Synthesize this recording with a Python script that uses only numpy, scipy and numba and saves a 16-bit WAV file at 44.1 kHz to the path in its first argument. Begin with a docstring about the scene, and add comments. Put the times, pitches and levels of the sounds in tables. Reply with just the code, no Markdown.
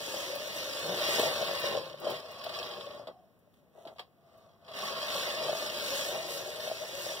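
"""Reel mower on a lawn

A hand-pushed reel mower rolls up to a low microphone, stops, is turned and rolls away again.
Its spiral blades scrape the bed knife and snip the grass, faster and louder with each push.
The wheels jolt the frame, which rattles with a hollow ring. A quiet garden lies underneath."""
import sys
import numpy as np
from scipy import signal
from scipy.fft import rfft, irfft
from scipy.io import wavfile
from numba import njit

SR = 44100
rng = np.random.default_rng(int(sys.argv[2]) if len(sys.argv) > 2 else 0)


def output_pcm(signal):
    """Save a mono or channel-first signal as 16-bit PCM at the path in sys.argv[1].

    Samples are clipped to [-1, 1] before scaling.
    """
    pcm = np.clip(np.atleast_2d(signal).T, -1, 1) * 32767
    wavfile.write(sys.argv[1], SR, np.round(pcm).astype(np.int16))


N = 317504
TIME = np.arange(N) / SR
FREQ = np.maximum(np.arange(N // 2 + 1) * SR / N, 1)
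KNIFE_HZ = 1119  # lowest mode of the bed knife
HOLLOW_MODE = 3  # the row of FRAME_MODES that gives the hollow ring

# resonances of the frame and wheels: pitch_hz, width_hz, gain_db
FRAME_MODES = [(181, 167, -15.5), (375.3, 108, -7.5), (477, 88, -6), (594.2, 130, 1), (780, 400, -15.5),
               (1146, 550, -16), (1857, 55, -16.5)]
# tone of steel scraping steel: freq_hz, gain_db
SCRAPE_EQ = [(500, -23), (900, -1.5), (1400, -1), (1900, 1.5), (2400, 0.5), (3200, 3.5), (4200, 2),
             (5000, -.5), (6000, -25), (7500, -24), (15000, -18.5)]
# tone of leaves being cut: freq_hz, gain_db
GRASS_EQ = [(1000, -16), (1900, 6), (3000, 10), (4700, 8.5), (5800, 12), (7200, 5), (9000, 3.5),
            (15500, 0.5)]


def undb(db):
    """Decibels to gain."""
    return 10 ** (np.asarray(db) / 20)


def unit(x):
    """Scale to rms 1."""
    return x / np.sqrt(np.mean(x ** 2))


def curve(points):
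    """Join (time_s, value) points, one value a sample."""
    return np.interp(TIME, *np.transpose(points))


def over_freq(points):
    """Join (freq_hz, value) points on a log-frequency axis."""
    hz, value = np.transpose(points)
    return np.interp(np.log(FREQ), np.log(hz), value)


def colour(x, eq):
    """Minimum-phase EQ through (freq_hz, gain_db) points."""
    cepstrum = irfft(np.log(undb(over_freq(eq))), N)
    cepstrum[1:N // 2] *= 2
    cepstrum[N // 2 + 1:] = 0
    return irfft(rfft(x) * np.exp(rfft(cepstrum)), N)


def noise():
    """Two unrelated white noises."""
    return rng.standard_normal((2, N))


def drift(per_s):
    """A random wobble with a spread near 1."""
    steps = rng.standard_normal(N // 20)
    return 1.264 * np.interp(TIME * per_s, np.arange(len(steps)), steps)


def grains(per_s, spread_db):
    """Tiny random impacts, a few much stronger than the rest."""
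    size = undb(spread_db * np.minimum(rng.exponential(size=N), 4))
    return unit((rng.random(N) < per_s / SR) * size * noise())


def swell(middle_s, length_s):
    """A smooth rise and fall between 0 and 1."""
    return np.cos(np.pi * np.clip((TIME - middle_s) / length_s, -.5, .5))


def burst(start_s, t60, rise_share):
    """A quick attack that dies away; longer bursts also start more softly."""
    age = np.clip((TIME - start_s) / t60, 0, 10)
    return (1 - np.exp(-age / rise_share)) * np.exp(-np.log(1000) * age)


def impulses(hits):
    """One sharp push for each (start_s, level_db) row."""
    out = np.zeros(N)
    for start_s, db in hits:
        out[int(start_s * SR)] += undb(db)
    return out


def at_peak(x, hits):
    """Scale a run of blows to peak at the level of its loudest row."""
    return x / np.abs(x).max() * undb(max(db for _, db in hits))


@njit
def resonate(x, g, k):
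    """State-variable band-pass with tuning g and damping k, both free to move."""
    out, band_state, low_state = np.empty(len(x)), 0., 0.
    for i in range(len(x)):
        v = (band_state + g[i] * (x[i] + 1e-18 - low_state)) / (1 + g[i] * (g[i] + k[i]))
        band_state = 2 * v - band_state
        low_state += 2 * g[i] * v
        out[i] = k[i] * v
    return out


def band(x, hz, width_hz):
    """One resonance, steady or moving, on each channel."""
    hz = np.full(N, hz)
    return np.array([resonate(row, np.pi * hz / SR, width_hz / hz) for row in x])


def steep_band(x, hz, width_hz):
    """The same resonance twice over, for steeper skirts."""
    return band(band(x, hz, width_hz), hz, width_hz)


def steel(x, t60, shifts_per_s, wet, count=3):
    """Dense short rings of steel; their mix shifts at even loudness as contact runs along the blades."""
    age = TIME[:4096]
    out, power = x, 1
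    for _ in range(count):
        ring = rng.standard_normal(len(age)) * np.exp(-np.log(1000) * age / t60)
        ring /= np.sqrt(count * np.sum(ring ** 2))
        share = wet * drift(shifts_per_s)
        out = out + share * signal.oaconvolve(x, ring[None])[:, :N]
        power = power + share ** 2 / count
    return out / np.sqrt(power)


def frame_bend(wander=0.00791):
    """The frame's pitch ratio: its ring sags under each push, rises as it eases and wanders a little."""
    # the hollow ring, rolling in: time_s, pitch_hz
    ring_in = [(0, 587), (.33, 560), (.42, 600), (.95, 574), (1.05, 604), (1.45, 592), (1.7, 562),
               (1.94, 570), (2.24, 622), (2.6, 630), (2.85, 570), (3.08, 634), (3.6, 591), (4, 680)]
    # the hollow ring, rolling away: time_s, pitch_hz
    ring_away = [(4.78, 642.5), (5.301, 585.3), (5.679, 624.6), (5.95, 561), (6.18, 644), (6.328, 572),
                 (6.597, 600), (6.72, 634.6), (6.872, 622), (6.97, 562), (7.09, 606), (7.2, 629)]
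    return curve(ring_in + ring_away) / FRAME_MODES[HOLLOW_MODE][0] * (1 + wander * drift(9.8))


def frame(x, bend):
    """The frame's resonances bend together with the load; neighbours swing in opposite senses."""
    return sum((-1) ** k * undb(db) * steep_band(x, hz * bend, width_hz)
               for k, (hz, width_hz, db) in enumerate(FRAME_MODES))


def blade_contact(pass_hz, wander=0.1226, ripple=0.07):
    """The pressure ripples as each blade in turn runs along the bed knife."""
    passes = np.cumsum(pass_hz * (1 + wander * drift(6.2))) / SR
    return unit(1 + ripple * np.cos(2 * np.pi * passes))


def rattle(level_db, contact, bend):
    """Gears and wheels chatter densely into the frame, harder when it is shaken."""
    # rough ground and handling shake the frame: middle_s, length_s, level_db
    shakes = [(0.947, 0.25, -40.5), (1.238, 0.24, -34.5), (1.732, 0.18, -35.5), (2.078, 0.16, -35),
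              (2.97, 0.28, -47), (3.097, 0.058, -44.5), (3.789, 0.11, -55), (3.89, 0.12, -49.5),
              (5.466, 0.17, -40), (6.161, 0.097, -39)]
    shaken = sum(undb(db) * swell(middle_s, length_s) for middle_s, length_s, db in shakes)
    knocks = grains(per_s=700, spread_db=1) + undb(-2) * noise()
    ringing = steel(knocks * contact, t60=0.15, shifts_per_s=7, wet=0.69)
    return unit(frame(ringing, bend)) * np.hypot(undb(level_db), shaken)


def hollow_ring(level_db, bend, waver_hz=16, wavers_per_s=70, throbs_per_s=65):
    """The gears keep the core of the frame's ring going, throbbing as they bind and let go."""
    waver = np.array([drift(wavers_per_s), drift(wavers_per_s)])
    hz = FRAME_MODES[HOLLOW_MODE][0] * bend + waver_hz * waver
    ring = np.sin(2 * np.pi * np.cumsum(hz, axis=1) / SR)
    return unit(ring * drift(throbs_per_s)) * undb(level_db)


def tyre_rumble(level_db):
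    """The tyres roll softly over the turf."""
    return unit(steep_band(noise(), hz=105, width_hz=95)) * undb(level_db)


def reel_ring(x, slide=0.024):
    """The blades ring, sliding in pitch as the point of contact runs along the spiral."""
    # modes of the blades: pitch_hz, width_hz, gain_db
    modes = [(2980, 31, -11), (3365, 90, 0.5), (4070, 150, -8), (5130, 78, -2), (5700, 66, -4.5)]
    return sum(undb(db) * band(x, hz * (1 + slide * drift(6)), width_hz) for hz, width_hz, db in modes)


def blade_chatter(level_db, contact):
    """The blades skip on the bed knife and ring briefly."""
    skips = grains(per_s=140, spread_db=1.2) * contact
    ringing = steel(skips, t60=.012, shifts_per_s=40, wet=1)
    return unit(reel_ring(ringing)) * undb(level_db)


def knife_song(level_db, contact):
    """The bed knife sings in its lowest mode as the blades rub it."""
    rub = noise() * contact
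    hz = KNIFE_HZ * (1 + 0.03 * drift(7))
    return unit(band(rub, hz, width_hz=56)) * undb(level_db)


def blade_scrape(level_db, contact, depth):
    """Steel scrapes steel in a gritty, ringing swish, with ticks where no grass lies between."""
    grit = grains(per_s=2500, spread_db=1.2) + noise()
    bare_ticks = undb(-9.5) * (1 - depth) * grains(per_s=370, spread_db=1.5)
    ringing = steel((grit + bare_ticks) * contact, t60=0.035, shifts_per_s=28, wet=1)
    return unit(colour(ringing, SCRAPE_EQ)) * undb(level_db)


def grass_snips(level_db, contact):
    """Thousands of leaves are snipped and flung as the blades close."""
    snips = (grains(per_s=3000, spread_db=3.9) + undb(4.5) * noise()) * contact
    ringing = steel(snips, t60=.02, shifts_per_s=35, wet=.55)
    return unit(colour(ringing, GRASS_EQ)) * undb(level_db)


def garden():
    """The low, slowly swelling murmur of the open air."""
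    # tone of the garden air: freq_hz, gain_db
    air_eq = [(25, -30.5), (50, -13), (85, 0.5), (170, 4.5), (300, -3), (620, -3.5), (1000, -13.5),
              (2000, -17), (4000, -23.5), (8000, -32.5), (15000, -24)]
    return unit(colour(noise(), air_eq)) * undb(-66.5 + 0.53 * drift(1.6))


def jolts(bend, lag_s=0.0013, ring_boost_db=7):
    """Bumps and catching gears knock the frame, whose hollow ring hangs on."""
    # knocks through the wheels: start_s, level_db
    knocks = [(.14, -30.5), (.165, -30), (.358, -30), (0.893, -28.5), (1.087, -25.5), (1.108, -30),
              (1.159, -28.5), (1.411, -25), (1.425, -22), (1.492, -24.5), (1.51, -26.5), (1.64, -26),
              (1.749, -22), (1.773, -23.5), (1.941, -33.5), (2.017, -34), (2.068, -25), (2.082, -25.5),
              (2.465, -29), (2.578, -35.5), (2.871, -35.5), (2.996, -37), (3.071, -34.5), (3.474, -57),
              (3.779, -45), (3.852, -40), (3.96, -49), (4.465, -52), (5.276, -28), (5.492, -21),
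              (5.528, -23.5), (5.622, -32), (5.664, -32), (6.143, -29), (6.368, -31.5), (6.407, -32.5),
              (6.675, -29.5), (6.699, -31), (6.713, -24), (7.063, -28), (7.096, -33.5), (7.118, -32)]
    push = impulses(knocks)
    blows = np.array([push, np.roll(push, int(lag_s * SR))])  # each also takes a second, longer path
    hz, width_hz, db = FRAME_MODES[HOLLOW_MODE]
    ring = band(band(blows, hz * bend, width_hz), hz * bend, width_hz=58)
    ring_gain = (-1) ** HOLLOW_MODE * undb(db + ring_boost_db)  # in phase with the frame's own mode
    return at_peak(frame(blows, bend) + ring_gain * ring, knocks)


def stalk_snaps():
    """Dry stalks break with a thin tick."""
    # breaking stalks: start_s, level_db
    breaks = [(0.352, -34), (1.193, -29), (1.5983, -33), (1.999, -41.5), (2.101, -36), (2.314, -45),
              (2.4404, -40), (3.39, -64), (3.5369, -65), (4.375, -62)]
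    # bright tone of a snap: freq_hz, gain_db
    snap_eq = [(2000, -36), (6000, -14.5), (10000, -4), (14000, -5), (16000, 4)]
    envelope = sum(undb(db) * burst(start_s, t60=0.067, rise_share=0.0046) for start_s, db in breaks)
    return unit(colour(noise(), snap_eq)) * envelope


def glides(width_share=.12):
    """Faint, rough tones swell, slide in pitch and fade, the last as the reel coasts to rest."""
    # sliding tones: middle_s, length_s, from_hz, to_hz, level_db
    tones = [(0.898, 0.16, 138, 212, -50.5), (1.906, 1, 152, 150, -62), (3.018, 0.1, 148, 114, -64),
             (3.203, 0.2, 780, 620, -61.5)]
    out = 0
    for middle_s, length_s, from_hz, to_hz, db in tones:
        hz = np.interp(TIME, [middle_s - length_s / 2, middle_s + length_s / 2], [from_hz, to_hz])
        tone = unit(steep_band(noise()[:1], hz, width_share * hz))
        out = out + tone * undb(db) * swell(middle_s, length_s)
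    return out


def thuds():
    """The weight of the mower lands on the turf."""
    # a wheel drops to the ground: start_s, level_db
    drops = [(.893, -36), (1.087, -30.5), (1.195, -24), (3.866, -43)]
    blows = np.array([impulses(drops)] * 2)
    return at_peak(steep_band(blows, hz=370, width_hz=260), drops)


def clacks(bend):
    """Loose parts strike: a bright clash, with the ring of the reel, the frame and the bed knife."""
    # metal hits metal: start_s, level_db, t60_s
    hits = [(1.195, -18, 0.031), (3.07, -39, 0.1), (3.54, -59.5, 0.036), (3.851, -47, 0.046),
            (3.871, -40.5, 0.09), (3.961, -57, 0.15), (3.984, -39, 0.03), (3.993, -32.5, 0.036),
            (3.996, -41, 0.14), (4.678, -42, 0.17)]
    strikes = noise() * sum(undb(db) * burst(start_s, t60, rise_share=.025) for start_s, db, t60 in hits)
    clash = unit(colour(strikes, SCRAPE_EQ))
    reel = unit(reel_ring(clash))
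    body = unit(frame(strikes, bend))
    knife = unit(band(strikes, KNIFE_HZ, width_hz=260))
    return np.std(strikes) * (undb(-7.5) * clash + undb(-17) * reel + undb(-6) * body + undb(-9) * knife)


def coasting():
    """The free-running reel meets the bed knife in separate crisp, ringing snips."""
    # single blades touch the knife: start_s, level_db
    ticks = [(2.413, -43), (2.437, -38.5), (2.457, -41), (2.491, -38), (2.546, -38), (2.556, -39),
             (2.626, -39), (2.665, -42), (2.708, -42), (2.735, -41), (2.77, -45), (2.807, -41.5),
             (2.865, -46), (2.906, -46)]
    strikes = noise() * sum(undb(db) * burst(start_s, t60=.05, rise_share=.05) for start_s, db in ticks)
    scrape = unit(colour(strikes, SCRAPE_EQ))
    return np.std(strikes) * (unit(reel_ring(scrape)) + undb(1) * scrape)


def brushes():
    """Leaves rustle against the wheels and the idle blades as the mower is turned."""
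    # sweeps through the grass: middle_s, length_s, level_db
    sweeps = [(3.572, 0.11, -75), (3.833, 0.24, -68), (3.956, 0.12, -73.5), (4.39, 0.14, -86)]
    leaves = grains(per_s=2000, spread_db=1.1)
    rustle = unit(colour(leaves, GRASS_EQ)) + undb(1) * unit(colour(leaves, SCRAPE_EQ))
    return unit(rustle) * sum(undb(db) * swell(middle_s, length_s) for middle_s, length_s, db in sweeps)


def scene():
    """Effort drives the rolling layers and grass depth sets their mix; one-shots and garden join them."""
    # the push while rolling in, 0 dB at a brisk walk: time_s, effort_db
    roll_in = [(0, -3.5), (.5, -4.5), (.9, 0), (1.25, 3.5), (1.72, 0.5), (1.97, -18), (2.36, -12.5),
               (2.46, -9), (2.6, -3.5), (2.78, -10.5), (3, -19.5), (3.17, -43), (3.4, -54.5)]
    # the push while rolling away: time_s, effort_db
    roll_away = [(4.15, -51), (4.598, -41), (4.767, -4.5), (5.15, 1.5), (5.749, -2), (6.5, -6.5),
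                 (7.2, -6.5)]
    # each stride surges and bites into tufts: middle_s, length_s, extra_effort_db, extra_snip_db
    surges = [(0.176, 0.3, 1.5, 2), (0.601, 0.14, 2, 2.5), (1.138, 0.35, 4, 3), (1.667, 0.079, 3.5, 0),
              (2.11, 0.23, 12.5, 0.5), (4.364, 0.41, 12, 6.5), (4.84, 0.22, 2, 5), (5.184, 0.39, 0.95, 4),
              (5.616, 0.17, 1, 3.5), (5.962, 0.48, 5, 3), (6.345, 0.17, 2, 5), (6.646, 0.13, 4, 0.5),
              (7.068, 0.27, 3, 2.5)]
    # standing grass under the reel, thin near the path: time_s, depth (0-1)
    lawn = [(.6, 0.96), (1.8, 0.23), (2.5, 0.22), (4.8, 0.15), (6.3, 1)]
    strides_db = sum(db * swell(middle_s, length_s) for middle_s, length_s, db, _ in surges)
    tufts_db = sum(db * swell(middle_s, length_s) for middle_s, length_s, _, db in surges)
    effort_db = curve(roll_in + roll_away) + strides_db
    depth = curve(lawn)
    contact = blade_contact(pass_hz=52.7 * 2 ** (effort_db / 27))  # 27 dB of effort doubles the rate
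    bend = frame_bend()
    # deep grass feeds the blades and damps the chatter and the bed knife
    rolling = (rattle(-41.5 + 0.65 * effort_db, contact, bend)
               + hollow_ring(-47 + 0.65 * effort_db + 3 * depth, bend)
               + tyre_rumble(-62.5 + 0.44 * effort_db)
               + blade_chatter(-44 + 0.98 * effort_db - 6 * depth, contact)
               + knife_song(-42 + 0.73 * effort_db - 14 * depth, contact)
               + blade_scrape(-39 + 0.98 * effort_db, contact, depth)
               + grass_snips(-51 + effort_db + 10 * depth + tufts_db, contact))
    one_shots = coasting() + jolts(bend) + thuds() + clacks(bend) + stalk_snaps() + brushes() + glides()
    return rolling + one_shots + garden()


def record(dry, comb_hz=2220, skew=0.76, top_hz=15750):
    """Two close microphone ports, in phase in the bass, swing in and out of phase higher up."""
    # how alike the ports sound: freq_hz, likeness (0-1)
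    likeness = [(60, .3), (250, .6), (600, .86), (1100, .95), (1500, .7), (2100, .99), (2350, .99),
                (3300, .87), (4400, .91), (5500, .9), (6600, .8), (8000, .55), (10000, .2), (15000, .1)]
    # stereo lean: freq_hz, left_minus_right_db
    balance = [(100, 1.5), (250, 1.5), (380, 5.5), (600, 3.3), (1100, -.5), (1500, -2.5), (2200, 0),
               (3000, -2.3), (4000, 2), (5000, -.5), (6500, 2), (10000, 3), (15000, -1)]
    left, other = rfft(dry)
    phase = 2 * np.pi * np.maximum(FREQ / comb_hz, .5)
    swing = np.cos(phase) + 1j * skew * np.sin(phase) * (FREQ > comb_hz)
    shared = -over_freq(likeness) * swing
    right = shared * left + np.sqrt(1 - np.abs(shared) ** 2) * other
    lean = undb(over_freq(balance) / 2)
    ports = irfft(np.array([left * lean, right / lean]), N)
    high_cut = signal.ellip(12, .2, 80, top_hz, fs=SR, output="sos")
    return signal.sosfilt(high_cut, ports)


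dry = scene()
out = record(dry)
output_pcm(out)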